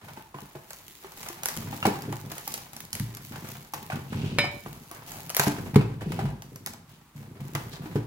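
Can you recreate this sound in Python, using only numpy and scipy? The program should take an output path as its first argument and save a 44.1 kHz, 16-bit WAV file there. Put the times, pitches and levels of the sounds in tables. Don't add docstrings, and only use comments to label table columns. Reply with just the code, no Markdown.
import sys
import numpy as np
from scipy import signal
from scipy.fft import rfft, irfft
from scipy.io import wavfile

SR = 44100
rng = np.random.default_rng(int(sys.argv[2]) if len(sys.argv) > 2 else 0)


def pcm_store(signal):
    levels = np.round(np.clip(np.atleast_2d(signal), -1, 1) * 32767)
    wavfile.write(sys.argv[1], SR, levels.astype(np.int16).T)


N = 355446
TIME = np.arange(N) / SR

# start_s, length_s, relative_level_db
FILM_PULLS = [(0.03, 0.13, -56.5), (0.34, 0.35, -58), (0.66, 0.26, -54.5), (0.88, 0.34, -54),
              (1.15, 0.15, -46.5), (1.43, 0.13, -43), (1.69, 0.28, -47.5), (2.09, 0.27, -54),
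              (2.29, 0.2, -48.5), (2.43, 0.1, -44.5), (2.7, 0.084, -52.5), (2.91, 0.11, -48),
              (3.2, 0.3, -50), (3.41, 0.14, -48.5), (3.72, 0.38, -54.5), (4.5, 0.51, -54),
              (5.05, 0.15, -47), (5.45, 0.22, -51.5), (6.07, 0.12, -59), (6.41, 0.26, -65),
              (6.87, 0.035, -62), (7.14, 0.078, -60), (7.39, 0.14, -59), (7.55, 0.09, -53),
              (7.8, 0.12, -57.5)]
# start_s, relative_peak_db, papery_body_re_snap_db
CREASE_SNAPS = [(0.7051, -28.5, -6.5), (0.7309, -28, -13), (1.1192, -36.5, -9), (1.2292, -29.5, -8),
                (1.2864, -26.5, -10), (1.4327, -21, -9.5), (1.456, -12.5, -12), (1.485, -18, -7),
                (1.5654, -22.5, -12.5), (1.8535, -28, 12), (1.866, -16.5, -13), (2.0201, -28.5, -12),
                (2.1243, -31, 0), (2.3161, -26.5, -7), (2.3802, -27, -7.5), (2.4766, -17, -33),
                (2.52, -28, -15), (2.539, -18, -15.5), (2.576, -31, -4), (2.7318, -32.5, -8.5),
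                (2.7645, -26.5, -20), (2.8034, -27, -19), (2.8504, -32.5, -25), (2.9292, -18, -28),
                (2.951, -23.5, -14.5), (2.997, -21.5, -14), (3.148, -28.5, -27), (3.169, -29.5, -10),
                (3.7358, -24.5, -30), (3.7427, -25.5, -11), (4.9122, -31.5, -30), (5.1178, -29.5, -10),
                (5.294, -22.5, -16.5), (5.3006, -21, -8.5), (5.3464, -19.5, -12.5), (5.366, -8, -11),
                (5.3951, -8.5, -6.5), (5.4675, -26, 2.5), (5.517, -32, -2), (5.7426, -40, 13.5),
                (5.7573, -29.5, 14), (6.119, -30.5, 2.5), (6.4205, -32, -9.5), (6.558, -31.5, -11),
                (6.661, -21.5, -12), (6.6709, -28.5, -4.5), (6.7346, -33, -8), (7.5499, -21, -1)]
# start_s, relative_peak_db, hardness_tilt_db_per_octave
KNOCK_EVENTS = [(0.172, -31.5, 3), (0.343, -31, -2.5), (0.385, -33, 6), (0.551, -30.5, -15.5),
                (1.044, -31, -7), (1.3, -30.5, -4), (1.727, -27, -4), (1.827, -20.5, 25),
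                (1.852, -8.5, -8.5), (2.126, -25, -12), (2.317, -30, -4), (2.475, -29, 1), (3.7359, -23, 1),
                (3.9, -22.5, 3.5), (3.921, -26, 7), (4.44, -21, -5), (4.66, -26.5, -9.5),
                (4.912, -31.5, -8), (5.396, -12, 7), (5.4675, -19, -4.5), (5.757, -27, -2),
                (5.81, -26.5, 2), (6.19, -19.5, -7), (7.553, -21.5, -5), (7.857, -27, -36),
                (7.956, -21.5, -30.5)]
# start_s, dry_peak_db, contact_time_ms
COUNTER_BLOWS = [(0.173, -39.5, 0.75), (0.347, -34.5, 1.3), (0.422, -35, 1.3), (0.555, -34, 1.2),
                 (1.853, -18, 0.57), (1.872, -12.5, 0.4), (2.081, -23, 0.66), (3.001, -19, 4.9),
                 (3.31, -31.5, 1.7), (4.39, -21, 3), (4.66, -29, 0.74), (5.393, -18.5, 0.65),
                 (5.468, -14.5, 2.7), (5.758, 0, 1.8), (6.241, -15.5, 6), (7.153, -36, 4.7),
                 (7.411, -25.5, 4.9), (7.548, -24.5, 4.2), (7.955, -13.5, 1.8)]
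# start_s, dry_peak_db
BOWL_STRIKES = [(4.3858, -4.5)]
# start_s, length_s, relative_rub_level_db, relative_rumble_level_db
COUNTER_SHOVES = [(0, 0.11, -52.5, -53), (0.343, 0.11, -55, -74), (0.53, 0.32, -58.5, -63),
                  (1.015, 0.2, -54.5, -60.5), (1.18, 0.54, -48.5, -52.5), (1.53, 0.48, -47, -41.5),
                  (2.008, 0.26, -57, -42), (2.24, 0.33, -53.5, -52), (2.704, 0.087, -58.5, -50),
                  (2.917, 0.28, -56.5, -48.5), (3.307, 0.19, -47.5, -45), (3.733, 0.095, -52, -46.5),
                  (3.893, 0.083, -48.5, -36.5), (4.092, 0.3, -49, -34.5), (4.623, 0.14, -56, -49),
                  (4.88, 0.4, -51, -50), (5.42, 0.48, -50, -37), (5.986, 0.24, -48, -34),
                  (6.36, 0.37, -74, -48.5), (6.874, 0.026, -61.5, -51), (7.136, 0.43, -60.5, -47.5),
                  (7.368, 0.24, -55.5, -43.5), (7.517, 0.36, -51, -43.5), (7.73, 0.24, -52, -44)]
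# start_s, length_s, hiss_centre_hz, relative_level_db
SMOOTH_SLIDES = [(4.01, 0.48, 2730, -48.5), (4.868, 0.18, 1070, -52), (5.026, 0.26, 770, -48),
                 (5.953, 0.42, 2650, -55), (6.867, 0.13, 2970, -62.5), (7.699, 0.088, 3820, -47)]

# nominal_frequency_hz, relative_level_db, t60_s
COUNTER_MODES = [(54.7,-20,0.46), (89.5,-24.5,0.17), (114.3,-16,0.5), (144,0,0.17), (194.8,0.5,0.076),
                 (236,-2.5,0.049), (289,-10,0.26), (327.6,-18,0.15), (420,-4,0.081)]
# nominal_frequency_hz, relative_level_db, t60_s
CARTON_MODES = [(335.3, -7, 0.11), (650, -21.5, 0.12), (778, 7, 0.03), (800, -7, 0.06), (1010, -42, 0.0203),
                (1170, 1, 0.04), (1395, -4.5, 0.021), (1610, -4, 0.015), (1950, -25.5, .03),
                (2550, 3.5, 0.0099), (3080, -31.5, 0.0097)]
# frequency_hz, relative_level_db, t60_s
BOWL_MODES = [(581,-2,.21), (775,-20,.2), (947,-15,.12), (1287,-21,.2), (1660,0,.04), (1793,0,.11),
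              (1940,1,.05), (2045,-7,.12), (2164,-7,.34), (2273,1,.38), (2310,-4,.2), (2369,-1,.3),
              (2473,-5,.2), (2702,-14,.2), (3020,-13,.36), (3521,-12,.18), (3700,-4,.08), (3876,-4,.14),
              (4090,-10,.2), (5028,-7,.21), (5130,-20,.42), (7197,-20,.2), (7585,-22,.22), (8753,-30,.25),
              (10770,-14,.1), (10900,-14,.08), (13310,-25,.14)]

# frequency_hz, relative_level_db
FILM_SPECTRUM = [(400, 9), (900, -23), (2000, 4), (3500, 3), (5500, 2), (7000, 3.5), (8500, -1.5),
                 (11000, 3.5), (13500, 4.5), (16000, 3.5)]
# frequency_hz, relative_level_db
SNAP_SPECTRUM = [(800, -8.5), (2000, 6), (3500, 4), (6000, 9.5), (8500, 4), (11000, 9.5), (13500, 7.5),
                 (16000, 5.5)]
# frequency_hz, relative_level_db
PAPER_SPECTRUM = [(150, -39.5), (400, -4.5), (800, 3.5), (1300, -1.5), (2000, -4), (3200, -11.5),
                  (6000, -18.5), (16000, -24)]
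# frequency_hz, relative_level_db
GLASS_SPECTRUM = [(200, -18), (600, -1), (1200, -4), (2000, 0), (3900, -8), (4600, -20), (7200, -16),
                  (10000, -22), (14000, -24), (16000, -36)]
# frequency_hz, relative_level_db
RUMBLE_SPECTRUM = [(25, -71), (52, 0), (68, -29), (95, 4), (118, -5), (145, 6), (175, -2), (230, -5.5),
                   (300, -10.5), (420, -13.5), (700, -31), (2000, -54)]
# frequency_hz, relative_level_db
KITCHEN_SPECTRUM = [(25, -49.5), (55, 3.5), (145, -16), (300, -7), (560, -17.5), (1000, -9), (2000, -17),
                    (5000, -25), (16000, -27)]
# band_centre_hz, t60_s, relative_echo_level_db
ROOM_BANDS = [(120, 0.6, -14), (300, 0.34, -5), (750, 0.48, -2), (2000, 0.42, -5), (4900, 0.42, -5.5),
              (12900, 0.27, -11)]

PULL_ATTACK_S, PULL_SAG_DB_PER_S, PULL_RELEASE_T60_S = 0.025, 6, 0.92
SHOVE_ATTACK_S, SHOVE_SAG_DB_PER_S, SHOVE_RELEASE_T60_S = 0.035, 2.5, 0.76
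TEAR_START_S, TEAR_LENGTH_S, TEAR_DB = 5.364, 0.12, -29
TEAR_ATTACK_S, TEAR_SAG_DB_PER_S, TEAR_RELEASE_T60_S = 0.02, 37.5, 0.13
PORT_LAG_MS, TOP_HZ = 0.19, 15900
KITCHEN_DB = -61


def crackle():
    fizz = bursts(rate=1800, spread_db=3, t60=0.005)
    ticks = bursts(rate=170, spread_db=4.5, t60=0.006)
    pull = moves(FILM_PULLS, PULL_ATTACK_S, PULL_SAG_DB_PER_S, PULL_RELEASE_T60_S)
    film = colour(fizz + ticks, FILM_SPECTRUM)
    return undb(-2.0) * ports(film, lag_ms=0.12, width=1.0) * pull


def snaps(rise_s=0.001345, flutter_t60=0.18, flutter_db=-19):
    out = np.zeros((2, N))
    t = np.arange(SR // 8) / SR
    rise = np.minimum(t / rise_s, 1) ** 2
    after = np.maximum(t - rise_s, 0)
    tick = fade(after, 0.008)
    flutter = undb(flutter_db) * fade(after, flutter_t60)
    hollow = fade(after, 0.045)
    for start_s, level_db, body_db in CREASE_SNAPS:
        snap_noise = rng.standard_normal((2, len(t)))
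        body_noise = rng.standard_normal((2, len(t)))
        snap = colour(snap_noise * rise * (tick + flutter), SNAP_SPECTRUM)
        body = colour(body_noise * rise * hollow, PAPER_SPECTRUM)
        lag_ms = PORT_LAG_MS * rng.uniform(0.38, 1.4)
        snap = peak(ports(snap, lag_ms, width=0.27), level_db)
        body = peak(ports(body, lag_ms), level_db + body_db)
        add(out, start_s, undb(1) * (snap + body))
    return out


def tear():
    teeth = bursts(rate=800, spread_db=3.7, t60=0.004)
    rip = stroke(TEAR_START_S, TEAR_LENGTH_S, TEAR_ATTACK_S, TEAR_SAG_DB_PER_S, TEAR_RELEASE_T60_S)
    film = undb(-5.5) * colour(teeth, FILM_SPECTRUM)
    carton = undb(-1.5) * colour(teeth, PAPER_SPECTRUM)
    return ports(film + carton, width=0.99) * undb(TEAR_DB) * rip


def knocks(rise_s=0.0013):
    out = np.zeros((2, N))
    t = np.arange(SR // 5) / SR
    for start_s, level_db, tilt_db in KNOCK_EVENTS:
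        tone = unit(ring(CARTON_MODES, t, tilt_db, scatter_db=6.0, detune=0.069))
        noise = rng.standard_normal((2, len(t))) * fade(t, 0.13)
        rattle = unit(colour(noise, PAPER_SPECTRUM))
        knock = (undb(-8) * rattle + common(tone)) * np.minimum(t / rise_s, 1)
        add(out, start_s, peak(ports(knock), level_db - 1))
    return out


def thumps(build_s=0.0028):
    out = np.zeros((2, N))
    t = np.arange(int(SR * 0.7)) / SR
    for start_s, level_db, contact_ms in COUNTER_BLOWS:
        push = signal.windows.hann(int(contact_ms * SR / 1000))
        panel = ring(COUNTER_MODES, t, scatter_db=4.0, detune=0.0039)
        panel = panel * np.minimum(t / build_s, 1)
        boom = radiate(signal.fftconvolve(panel, push)[:len(t)])
        add(out, start_s, peak(ports(common(boom)), level_db))
    return out


def clinks():
    out = np.zeros((2, N))
    t = np.arange(int(SR * 0.7)) / SR
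    for start_s, level_db in BOWL_STRIKES:
        glass = ring(BOWL_MODES, t)
        noise = rng.standard_normal((2, len(t))) * fade(t, 0.035)
        crack = undb(7) * colour(noise, GLASS_SPECTRUM)
        clink = ports(crack + common(glass), lag_ms=0.07, width=0.4)
        add(out, start_s, peak(clink, level_db))
    return out


def scraping():
    start_s, length_s, rub_db, rumble_db = np.transpose(COUNTER_SHOVES)
    hand = SHOVE_ATTACK_S, SHOVE_SAG_DB_PER_S, SHOVE_RELEASE_T60_S
    rub = moves(zip(start_s, length_s, rub_db), *hand)
    drag = moves(zip(start_s, length_s, rumble_db), *hand)
    carton = colour(bursts(rate=270, spread_db=5.0, t60=0.1), PAPER_SPECTRUM)
    counter = colour(bursts(rate=160, spread_db=-0.5, t60=0.021), RUMBLE_SPECTRUM)
    return ports(carton * rub * undb(0.5) + counter * drag * undb(2.5))


def slides():
    out = np.zeros((2, N))
    slips = bursts(rate=1200, spread_db=1.5, t60=0.0016)
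    for start_s, length_s, hz, level_db in SMOOTH_SLIDES:
        span = slips[:, int(start_s * SR):int((start_s + length_s) * SR)]
        band = [(hz / 4, -28), (hz / 1.3, -8), (hz, 0), (hz * 1.3, -6), (hz * 4, -24)]
        hiss = ports(colour(span, band))
        add(out, start_s, hiss * np.hanning(span.shape[1]) * undb(level_db))
    return out


def room(dry, first_s=0.0022, build_s=0.0058):
    t = np.arange(int(SR * 0.6)) / SR
    hz, t60, level_db = np.transpose(ROOM_BANDS)
    noise = rfft(ports(rng.standard_normal((2, len(t))), lag_ms=0, apart_hz=663, width=0.87))
    log_hz = np.log(np.fft.rfftfreq(len(t), 1 / SR) + 1)
    onset = np.clip((t - first_s) / build_s, 0, 1)
    response = 0
    for band, seconds, echo_db in zip(np.eye(len(hz)), t60, level_db):
        shape = fade(t, seconds) * onset
        weight = np.interp(log_hz, np.log(hz), band)
        part = irfft(noise * weight, len(t))
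        response = response + part * shape * undb(echo_db) / np.sqrt(2 * np.sum(shape ** 2))
    return signal.fftconvolve(dry, response, axes=1)[:, :N]


def kitchen():
    noise = colour(rng.standard_normal((2, N)), KITCHEN_SPECTRUM)
    return ports(noise, lag_ms=0, width=1.0) * undb(KITCHEN_DB)


def stroke(start_s, length_s, attack_s, sag_db_per_s, release_t60):
    t = np.maximum(TIME - start_s, 0)
    swell = np.minimum(t / attack_s, 1)
    release = fade(np.maximum(t - length_s, 0), release_t60)
    return swell * undb(-sag_db_per_s * t) * release


def moves(rows, attack_s, sag_db_per_s, release_t60):
    gains = [undb(level_db) * stroke(start_s, length_s, attack_s, sag_db_per_s, release_t60)
             for start_s, length_s, level_db in rows]
    return np.max(gains, axis=0)


def grains(rate, spread_db):
    size = undb(spread_db * np.minimum(rng.exponential(size=N), 4.5))
    return unit((rng.random(N) < rate / SR) * size)


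def bursts(rate, spread_db, t60):
    energy = grains(rate, spread_db) ** 2 + 1e-12
    power = signal.lfilter([1], [1, -fade(2 / SR, t60)], energy)
    return unit(np.sqrt(power)) * rng.standard_normal((2, N))


def ring(modes, t, tilt_db=0, scatter_db=0, detune=0):
    hz, level_db, t60 = np.transpose(modes)[:, :, None]
    level_chance, pitch_chance = rng.standard_normal((2, len(modes), 1))
    gain = undb(level_db + tilt_db * np.log2(hz / hz[0]) + scatter_db * level_chance)
    pitch_hz = hz * (1 + detune * pitch_chance)
    return (gain * np.sin(2 * np.pi * pitch_hz * t) * fade(t, t60)).sum(axis=0)


def radiate(x, corner_hz=85):
    return signal.sosfilt(signal.butter(2, corner_hz, "high", fs=SR, output="sos"), x)


def colour(x, points, size=4096):
    hz, level_db = np.transpose(points)
    log_hz = np.log(np.fft.rfftfreq(size, 1 / SR) + 1)
    gain = unit(undb(np.interp(log_hz, np.log(hz), level_db)))
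    cepstrum = irfft(np.log(gain))
    cepstrum[1:size // 2] *= 2
    cepstrum[size // 2 + 1:] = 0
    response = irfft(np.exp(rfft(cepstrum)))[None, :size // 2]
    return signal.fftconvolve(x, response, axes=1)[:, :x.shape[1]]


def common(x):
    return np.array([x, 0 * x])


def ports(x, lag_ms=PORT_LAG_MS, apart_hz=1800, width=0.95):
    treble = signal.butter(1, apart_hz, "high", fs=SR, output="sos")
    side = width * signal.sosfilt(treble, x[1])
    lag = int(lag_ms * SR / 1000)
    left = np.pad(x[0] + side, (lag, 0))[:len(side)]
    return np.array([left, x[0] - side])


def fade(t, t60):
    return np.exp(-np.log(1000) * t / t60)


def undb(db):
    return 10 ** (np.asarray(db) / 20)


def unit(x):
    return x / np.sqrt(np.mean(x ** 2))


def peak(x, db):
    return x * undb(db) / np.abs(x.mean(axis=0)).max()


def add(out, start_s, x):
    start = max(int(start_s * SR), 0)
    out[:, start:start + x.shape[1]] += x[:, :N - start]


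def scene():
    dry = crackle() + snaps() + tear() + knocks() + thumps() + clinks() + scraping() + slides()
    return dry + room(dry) + kitchen()


def record(dry):
    low_pass = signal.ellip(10, 0.2, 70, TOP_HZ, fs=SR, output="sos")
    return signal.sosfilt(low_pass, np.clip(dry, -1, 1))


dry = scene()
out = record(dry)
pcm_store(out)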